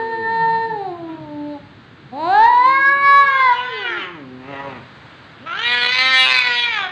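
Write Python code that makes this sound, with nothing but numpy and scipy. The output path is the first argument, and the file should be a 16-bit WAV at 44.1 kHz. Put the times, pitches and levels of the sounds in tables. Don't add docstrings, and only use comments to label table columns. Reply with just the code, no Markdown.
import sys
import numpy as np
from scipy import signal
from scipy.fft import rfft, irfft, next_fast_len
from scipy.io import wavfile

SR = 44100
rng = np.random.default_rng(int(sys.argv[2]) if len(sys.argv) > 2 else 0)


def persist_wave(psi):
    counts = np.round(np.clip(psi, -1, 1) * 32767).astype(np.int16)
    wavfile.write(sys.argv[1], SR, np.atleast_2d(counts).T)


def gain_from_db(level_db):
    decades = np.asarray(level_db, float) / 20
    return 10 ** decades


N = 305083
TOP_HZ = 15520


def tabby():
    # start_s, pitch_hz, partial_1_db, partial_2_db, partial_3_db, partial_4_db, upper_partials_db
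    moan = [(0.0, 452.2, -27.5, -26, -48.5, -30, -49.1), (0.12, 453.4, -32.5, -28, -48, -31.5, -46),
            (0.26, 449.8, -28, -23.5, -47, -25.5, -46.5), (0.33, 453.9, -29.5, -21, -42, -25.5, -40),
            (0.45, 454, -32, -19, -42.5, -25.5, -42), (0.57, 453.9, -31, -19.5, -45, -27, -40.5),
            (0.64, 453.5, -29, -23.5, -49, -28.5, -43), (0.68, 449.5, -30, -27.5, -49, -32, -48),
            (0.74, 434.2, -31, -26, -68, -41, -52), (0.8, 399.4, -31.5, -29, -55, -64, -49),
            (0.86, 378.2, -38, -27.5, -46, -55.8, -51.5), (0.92, 348.6, -28.0, -35.0, -46, -59.3, -52),
            (0.96, 345, -44, -41, -37, -69, -64), (1.0, 337.0, -34.5, -36.5, -51, -62, -61),
            (1.1, 325.5, -27, -46, -40.5, -57, -67), (1.2, 312.6, -43.5, -45, -44, -61.6, -61),
            (1.3, 296.5, -33.5, -39.0, -42.5, -61, -65), (1.42, 293.5, -29, -40.5, -42, -64, -59.5),
            (1.53, 294.4, -32, -33.5, -44, -63.1, -53.5), (1.57, 281.3, -38, -46, -36, -53.2, -62),
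            (1.6, 282, -66, -72, -67, -72.0, -72.3)]
    yowl = [(2.1, 233, -74.5, -79, -79.5, -88, -67.8), (2.13, 245.5, -35, -40, -34, -49.1, -59.5),
            (2.2, 308.6, -37.5, -33, -27, -49, -44.5), (2.25, 332, -29, -29, -21, -39, -39),
            (2.3, 371.4, -33, -15.5, -34, -33, -36), (2.35, 409.7, -34, -14, -28.5, -20, -33.2),
            (2.4, 434.6, -30, -8.3, -31.5, -23, -34.5), (2.45, 462.7, -34.5, -9.2, -38, -20, -31),
            (2.5, 486, -39, -13, -56, -24.8, -40.5), (2.55, 484.5, -41, -12, -38, -32, -34.5),
            (2.62, 498.7, -42, -12.5, -35.8, -25, -38.5), (2.68, 526, -31.5, -11, -32.5, -30.5, -31),
            (2.75, 540.4, -40, -16, -21, -21, -34.5), (2.8, 546.8, -33.5, -26.5, -18.5, -25.5, -38),
            (2.85, 549.3, -36.5, -19.5, -14, -25.5, -36), (2.92, 557.6, -35.5, -17.0, -14, -26.5, -39.5),
            (3.0, 558.8, -40, -16.5, -18.5, -23, -39), (3.1, 560, -39, -12.5, -18, -24, -33.5),
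            (3.2, 563.0, -38, -11.5, -20, -24, -35), (3.27, 554.7, -40.5, -20.5, -16.5, -27, -37),
            (3.31, 542.2, -35.5, -22, -20, -27.5, -36), (3.35, 536.3, -36, -18.5, -21, -25.5, -38),
            (3.45, 519.6, -41.5, -13.5, -26, -18, -35.5), (3.5, 492.2, -33.5, -13, -26, -23, -39.5),
            (3.54, 474.4, -41.5, -20, -24.5, -39.5, -36.5), (3.57, 472.3, -52, -50, -59.5, -56, -48)]
    tail = [
        (3.64, 498, -41, -46, -33, -51.6, -107.7),
        (3.68, 490.1, -40.3, -43.5, -31, -45, -92),
        (3.74, 449, -32.5, -53, -64, -35, -86),
        (3.8, 413.3, -34.5, -39.5, -44, -47, -89),
        (3.85, 372, -43, -41, -52, -26, -95),
        (3.9, 351.2, -35.5, -48.4, -55, -41.5, -94),
        (3.98, 351.7, -37, -60, -43, -27.5, -99),
        (4.02, 278, -44, -58, -49, -46, -92.7),
        (4.06, 170.3, -71, -50.3, -62.7, -71.0, -106.3),
    ]
    return tabby_call(moan) + tabby_call(yowl) + tabby_call(tail)


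def tabby_call(rows):
    # freq_hz, level_db
    throat = [(900, 1.5), (2300, -7.5), (2800, -7.5), (3400, -13), (4000, 0.5), (5000, -11.5), (6000, -17),
              (7500, -6), (9000, -10.5), (15000, -15.5)]
    t = call_times(rows)
    pitch_hz = in_time(rows, t)[0]
    phase = fold_phase(pitch_hz, wobble=0.0014, jitter=0.002)

    pitch_hz, *lowest_db, upper_db = in_time(rows, t[::32])
    voice = 0
    for k, level_db in enumerate(lowest_db):
        voice = voice + partial(phase, k + 1, level_db, pitch_hz)
    for k in range(5, 34):
        level_db = upper_db - 4 + at_hz(throat, k * pitch_hz)
        voice += partial(phase, k, level_db, pitch_hz)

    breath = gain_from_db(-29.5) * drift(170, len(t))
    return placed(voice * (1 + breath), t)


def white_cat():
    # start_s, pitch_hz, partial_1_db, partial_2_db, mouth_db, low_resonance_hz, high_resonance_hz
    growl = [(0.0, 251.0, -46, -44.5, -65.5, 1500, 3000), (0.062, 248, -43.5, -46, -62, 1500, 3000),
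             (0.18, 231.6, -47, -31.5, -55.5, 1500, 3000), (0.312, 199, -43.5, -48.5, -56, 1500, 3000),
             (0.43, 157.9, -38.5, -61.5, -62, 1500, 3000), (0.65, 185, -46, -50.5, -60, 1500, 3010),
             (0.752, 150.4, -41.5, -46, -68, 1500, 3030), (0.942, 151.4, -41.5, -64, -61, 1500, 2980),
             (1.03, 140.4, -54, -63, -66.5, 1500, 3000), (1.092, 152.4, -52, -45, -50, 1500, 3000),
             (1.25, 134.8, -38, -53, -62.5, 1500, 3050)]
    rise = [(2.33, 229.7, -67.5, -65, -70, 1290, 2630), (2.4, 254.5, -41.5, -52.5, -43.5, 1330, 2633),
            (2.5, 287.1, -53, -55, -54, 1350, 2667), (2.6, 317.5, -45, -48, -54, 1350, 2700),
            (2.72, 321.9, -38, -61, -40, 1390, 2750), (2.85, 335, -41, -53.5, -46, 1392, 2800),
            (3.0, 373, -48.5, -52, -42.0, 1410, 2833), (3.1, 415.3, -44, -44, -44.5, 1418, 2810),
            (3.2, 430.7, -41.5, -35.5, -35.5, 1454, 2880), (3.3, 467, -47, -42.2, -29.5, 1500, 3000),
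            (3.4, 489.1, -44.5, -43, -27, 1550, 3070), (3.48, 487.7, -47, -22, -30, 1593, 3180),
            (3.58, 490, -42.5, -30, -24.5, 1665, 3050), (3.68, 504.8, -44, -33, -29, 1780, 3100),
            (3.78, 511.8, -63, -38, -23, 1870, 3107), (3.85, 485, -38.5, -36.5, -25, 1867, 2850),
            (3.9, 462, -48, -38.5, -25, 1833, 2720), (3.97, 416.3, -43.5, -40, -26, 1760, 2430),
            (4.02, 378.6, -43, -57, -25, 1650, 2300), (4.07, 359, -40, -54, -34, 1520, 2220),
            (4.13, 346.4, -43.5, -74, -43, 1370, 2160), (4.19, 297.3, -39.5, -47, -47, 1202, 2155),
            (4.25, 259, -38.6, -53, -54, 1040, 2110), (4.35, 252.2, -38.5, -56, -59.5, 925, 2125),
            (4.45, 261.3, -43.5, -54, -49, 975, 2175), (4.5, 284.6, -39, -41.5, -40, 1010, 2190),
            (4.55, 272.4, -48, -41, -39, 1000, 2160), (4.6, 277.2, -43, -43.9, -38.5, 1000, 2160),
            (4.68, 277, -46, -35, -42, 990, 2170), (4.73, 260, -40, -54, -43, 924, 2169),
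            (4.78, 236.5, -41, -48, -45, 867, 2137), (4.8, 209, -52, -62, -58, 845, 2125),
            (4.84, 194.8, -68.2, -68, -62, 800, 2100)]
    yowl = [(5.38, 187, -73, -59, -34, 2060, 3130), (5.396, 205.2, -48, -61, -51, 2020, 3360),
            (5.448, 291.1, -45, -42.5, -48.5, 1440, 2900), (5.468, 326.2, -51, -44, -31.5, 1505, 2700),
            (5.52, 342.3, -51, -46.5, -28, 1470, 2660), (5.602, 445.6, -45, -41, -21, 1767, 3030),
            (5.644, 474.2, -43, -37, -17.5, 1836, 3350), (5.704, 485.4, -38.5, -32.5, -17, 1990, 3620),
            (5.876, 489.4, -38.5, -35.5, -16.5, 2190, 3750), (5.93, 504.4, -51, -38, -10.5, 1940, 4180),
            (5.952, 508, -43, -32.5, -13, 2240, 3910), (6.094, 522.2, -38.5, -32, -14.5, 2000, 3800),
            (6.324, 514.2, -41, -27.5, -9.5, 2420, 4000), (6.394, 502, -47, -33, -12.5, 2204, 4090),
            (6.508, 485.2, -39.5, -31.5, -15, 2270, 4000), (6.636, 481.3, -38.5, -29.5, -13, 2350, 3500),
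            (6.702, 465, -52, -36, -15.5, 2120, 3070), (6.804, 396, -48, -34, -18, 1640, 2800),
            (6.868, 363.5, -47.5, -33.5, -27.5, 1506, 2860), (6.918, 367, -46, -52, -33, 1560, 2900)]
    return white_cat_call(growl) + white_cat_call(rise) + white_cat_call(yowl)


def white_cat_call(rows):
    # start_s, half_lines_db, quarter_lines_db, rasp_db
    uneven = [(0, -0.5, -61.5, -27), (.3, -0.5, -36.5, -21), (.5, -26.5, -37.5, -23.5),
              (3.0, -29, -32.5, -12), (3.4, -34, -34.5, -25), (3.5, -9, -54.5, -32.5),
              (3.85, -10.5, -21.5, -16), (4.1, -2, -24, -10), (4.2, -3.5, -27.5, -25), (4.5, 0, -39, -10.5),
              (4.84, -1, -27.5, -10.5), (5.4, -9, -36, -14.5), (5.6, -18, -22, -5.5), (5.7, -2, -41, -22.5),
              (5.87, -4, -39, -5.5), (5.9, -15.5, -30, -14.5), (5.98, -4.5, -36, -3.5),
              (6.02, 2, -34.5, -31), (6.23, 3.5, -37, -30), (6.27, -7, -5, -18.5), (6.48, -7, -21, -11),
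              (6.52, -5.5, -32, -32), (6.6, -5.5, -36.5, -25.5), (6.65, -28.5, -32.5, -13),
              (6.92, -19, -41.5, -5.5)]
    # freq_hz, level_db
    throat = [(600, 5), (1200, -1), (4400, -7), (5300, 0.5), (6500, 5), (8500, -17.5), (15000, -8.5)]
    t = call_times(rows)
    pitch_hz = in_time(rows, t)[0]
    phase = fold_phase(pitch_hz, wobble=0.0015, jitter=0.0038)

    pitch_hz, first_db, second_db, mouth_db, low_hz, high_hz = in_time(rows, t[::32])
    half_db = in_time(uneven, t[::32])[0]
    voice = partial(phase, 0.5, first_db + half_db - 6, pitch_hz)
    voice += partial(phase, 1, first_db, pitch_hz)
    voice += partial(phase, 1.5, (first_db + second_db) / 2 + half_db, pitch_hz)
    voice += partial(phase, 2, second_db, pitch_hz)

    for k in range(5, 64):
        hz = k / 2 * pitch_hz
        low_peak = 1 / (1 + ((hz - low_hz) / 450) ** 2) ** 2
        high_peak = 0.52 / (1 + ((hz - high_hz) / 600) ** 4)
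        mouth_shape_db = 10 * np.log10(low_peak + high_peak + 0.0048)
        level_db = mouth_db - 6 + mouth_shape_db + at_hz(throat, hz) + half_db * (k % 2)
        swell_db = 4.14 * drift(250, len(hz))
        voice += partial(phase, k / 2, level_db + swell_db, pitch_hz)

    _, quarter_db, rasp_db = in_time(uneven, t)
    every_fourth = 2 * gain_from_db(quarter_db) * np.cos(phase / 4)
    rasp = gain_from_db(rasp_db) * drift(130, len(t))
    return placed(voice * (1 + every_fourth + rasp), t)


def fold_phase(pitch_hz, wobble, jitter):
    n = len(pitch_hz)
    unsteady = 1 + wobble * drift(18, n) + jitter * drift(150, n)
    return 2 * np.pi * np.cumsum(pitch_hz * unsteady) / SR


def partial(phase, multiple, level_db, pitch_hz):
    gain = np.sqrt(2) * gain_from_db(level_db) * (multiple * pitch_hz < TOP_HZ)
    start_phase = 2 * np.pi * rng.random()
    return np.repeat(gain, 32)[:len(phase)] * np.sin(multiple * phase + start_phase)


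def call_times(rows):
    start, stop = round(rows[0][0] * SR), round(rows[-1][0] * SR)
    return np.arange(start, min(stop, N)) / SR


def placed(voice, t):
    before_s = t - t[0] if t[0] > 0 else 1
    after_s = t[-1] - t if t[-1] < (N - 2) / SR else 1
    fade = np.clip(np.minimum(before_s, after_s) / 0.017, 0, 1)
    out = np.zeros(N)
    out[np.round(t * SR).astype(int)] = voice * fade
    return out


def in_time(rows, t):
    s, *columns = np.transpose(rows)
    return [np.interp(t, s, c) for c in columns]


def at_hz(points, hz):
    freq_hz, level_db = np.transpose(points)
    return np.interp(np.log(hz), np.log(freq_hz), level_db)


def drift(rate_hz, size):
    settle = 20000
    r = np.exp(-2 * np.pi * rate_hz / SR)
    noise = rng.standard_normal(size + settle)
    return rms_one(signal.lfilter([1], [1, -2 * r, r * r], noise)[settle:])


def rms_one(x):
    return x / np.sqrt(np.mean(x ** 2) + 1e-20)


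def hall(x):
    t60_s, wall_cut_hz = 0.53, 8400
    size = next_fast_len(N + SR)
    turn = np.exp(-2j * np.pi * np.arange(size // 2 + 1) / size)
    dull = np.exp(-2 * np.pi * wall_cut_hz / SR)
    wall = (1 - dull) / (1 - dull * turn)
    lags = (rng.uniform(0.012, 0.05, 10) * SR).astype(int)
    answer = 0
    for k, lag in enumerate(lags):
        loop = gain_from_db(-60 * lag / SR / t60_s) * wall * turn ** lag
        answer = answer + (-1) ** k * loop / (1 - loop)
    return irfft(rfft(x, size) * answer, size)[:N]


def background():
    # start_s, rumble_db, hiss_db
    levels = [(0.0, -49.5, -40.5), (0.27, -49.5, -48), (0.44, -44, -44.5), (0.81, -48, -46),
              (1.31, -45.5, -45.5), (2.19, -48, -46), (2.52, -51.5, -39), (2.85, -50, -44.5),
              (2.99, -46.5, -49.5), (3.39, -52, -39.5), (3.89, -54, -48), (4.72, -46.5, -41.5),
              (5.32, -50, -41.5), (5.68, -49.5, -50), (6.92, -51, -53.5)]
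    # freq_hz, level_db (per Hz)
    rumble = [(15, -70), (25, -51), (48, -20.5), (123, 0), (221, -8.5), (271, -6.5), (311, -9), (500, -22),
              (650, -50), (1100, -120)]
    # freq_hz, level_db (per Hz)
    hiss = [(230, -11.5), (320, -1), (900, 1), (1600, 3.5), (2300, -4), (3800, -6), (6000, -7),
            (10000, -3.5), (16500, -8)]
    rumble_db, hiss_db = in_time(levels, np.arange(N) / SR)
    low = gain_from_db(rumble_db + 1.5) * coloured(rumble, patchy_db=1.5)
    return low + gain_from_db(hiss_db) * coloured(hiss, patchy_db=0.4)


def coloured(spectrum, patchy_db):
    white = rng.standard_normal((2, N))
    low_hz, high_hz = spectrum[0][0], spectrum[-1][0]
    edges_hz = low_hz * 2 ** np.arange(0, np.log2(high_hz / low_hz), 1 / 3)
    out = 0
    for k, (low, high) in enumerate(zip(edges_hz, edges_hz[1:])):
        sos = signal.butter(2, [low, high], "band", fs=SR, output="sos")
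        band = signal.sosfilt(sos, white[k % 2])
        flicker = np.repeat(drift(400, N // 64 + 1), 64)[:N]
        level_db = at_hz(spectrum, np.sqrt(low * high)) + patchy_db * flicker
        out = out + band * gain_from_db(level_db)
    return rms_one(out)


def scene():
    cats = tabby() + white_cat()
    echo = gain_from_db(-17) * hall(cats)
    return (cats + echo + background())[None]


def roll_off(x):
    return signal.sosfilt(signal.butter(12, 15520, fs=SR, output="sos"), x)


def record(dry):
    # freq_hz, level_db
    microphone = [(40, -4.5), (70, 1), (4000, 1), (4700, -5.5), (5400, -19), (6300, -18), (8000, -25),
                  (9800, -44.5), (12500, -47), (15400, -44.5)]
    size = next_fast_len(N + 4096)
    hz = np.arange(size // 2 + 1) * SR / size + 1
    heard = irfft(rfft(dry, size) * gain_from_db(at_hz(microphone, hz)), size)[:, :N]
    limited = 0.95 * np.tanh(heard / 0.95)
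    return roll_off(limited)


dry = scene()
out = record(dry)
persist_wave(out)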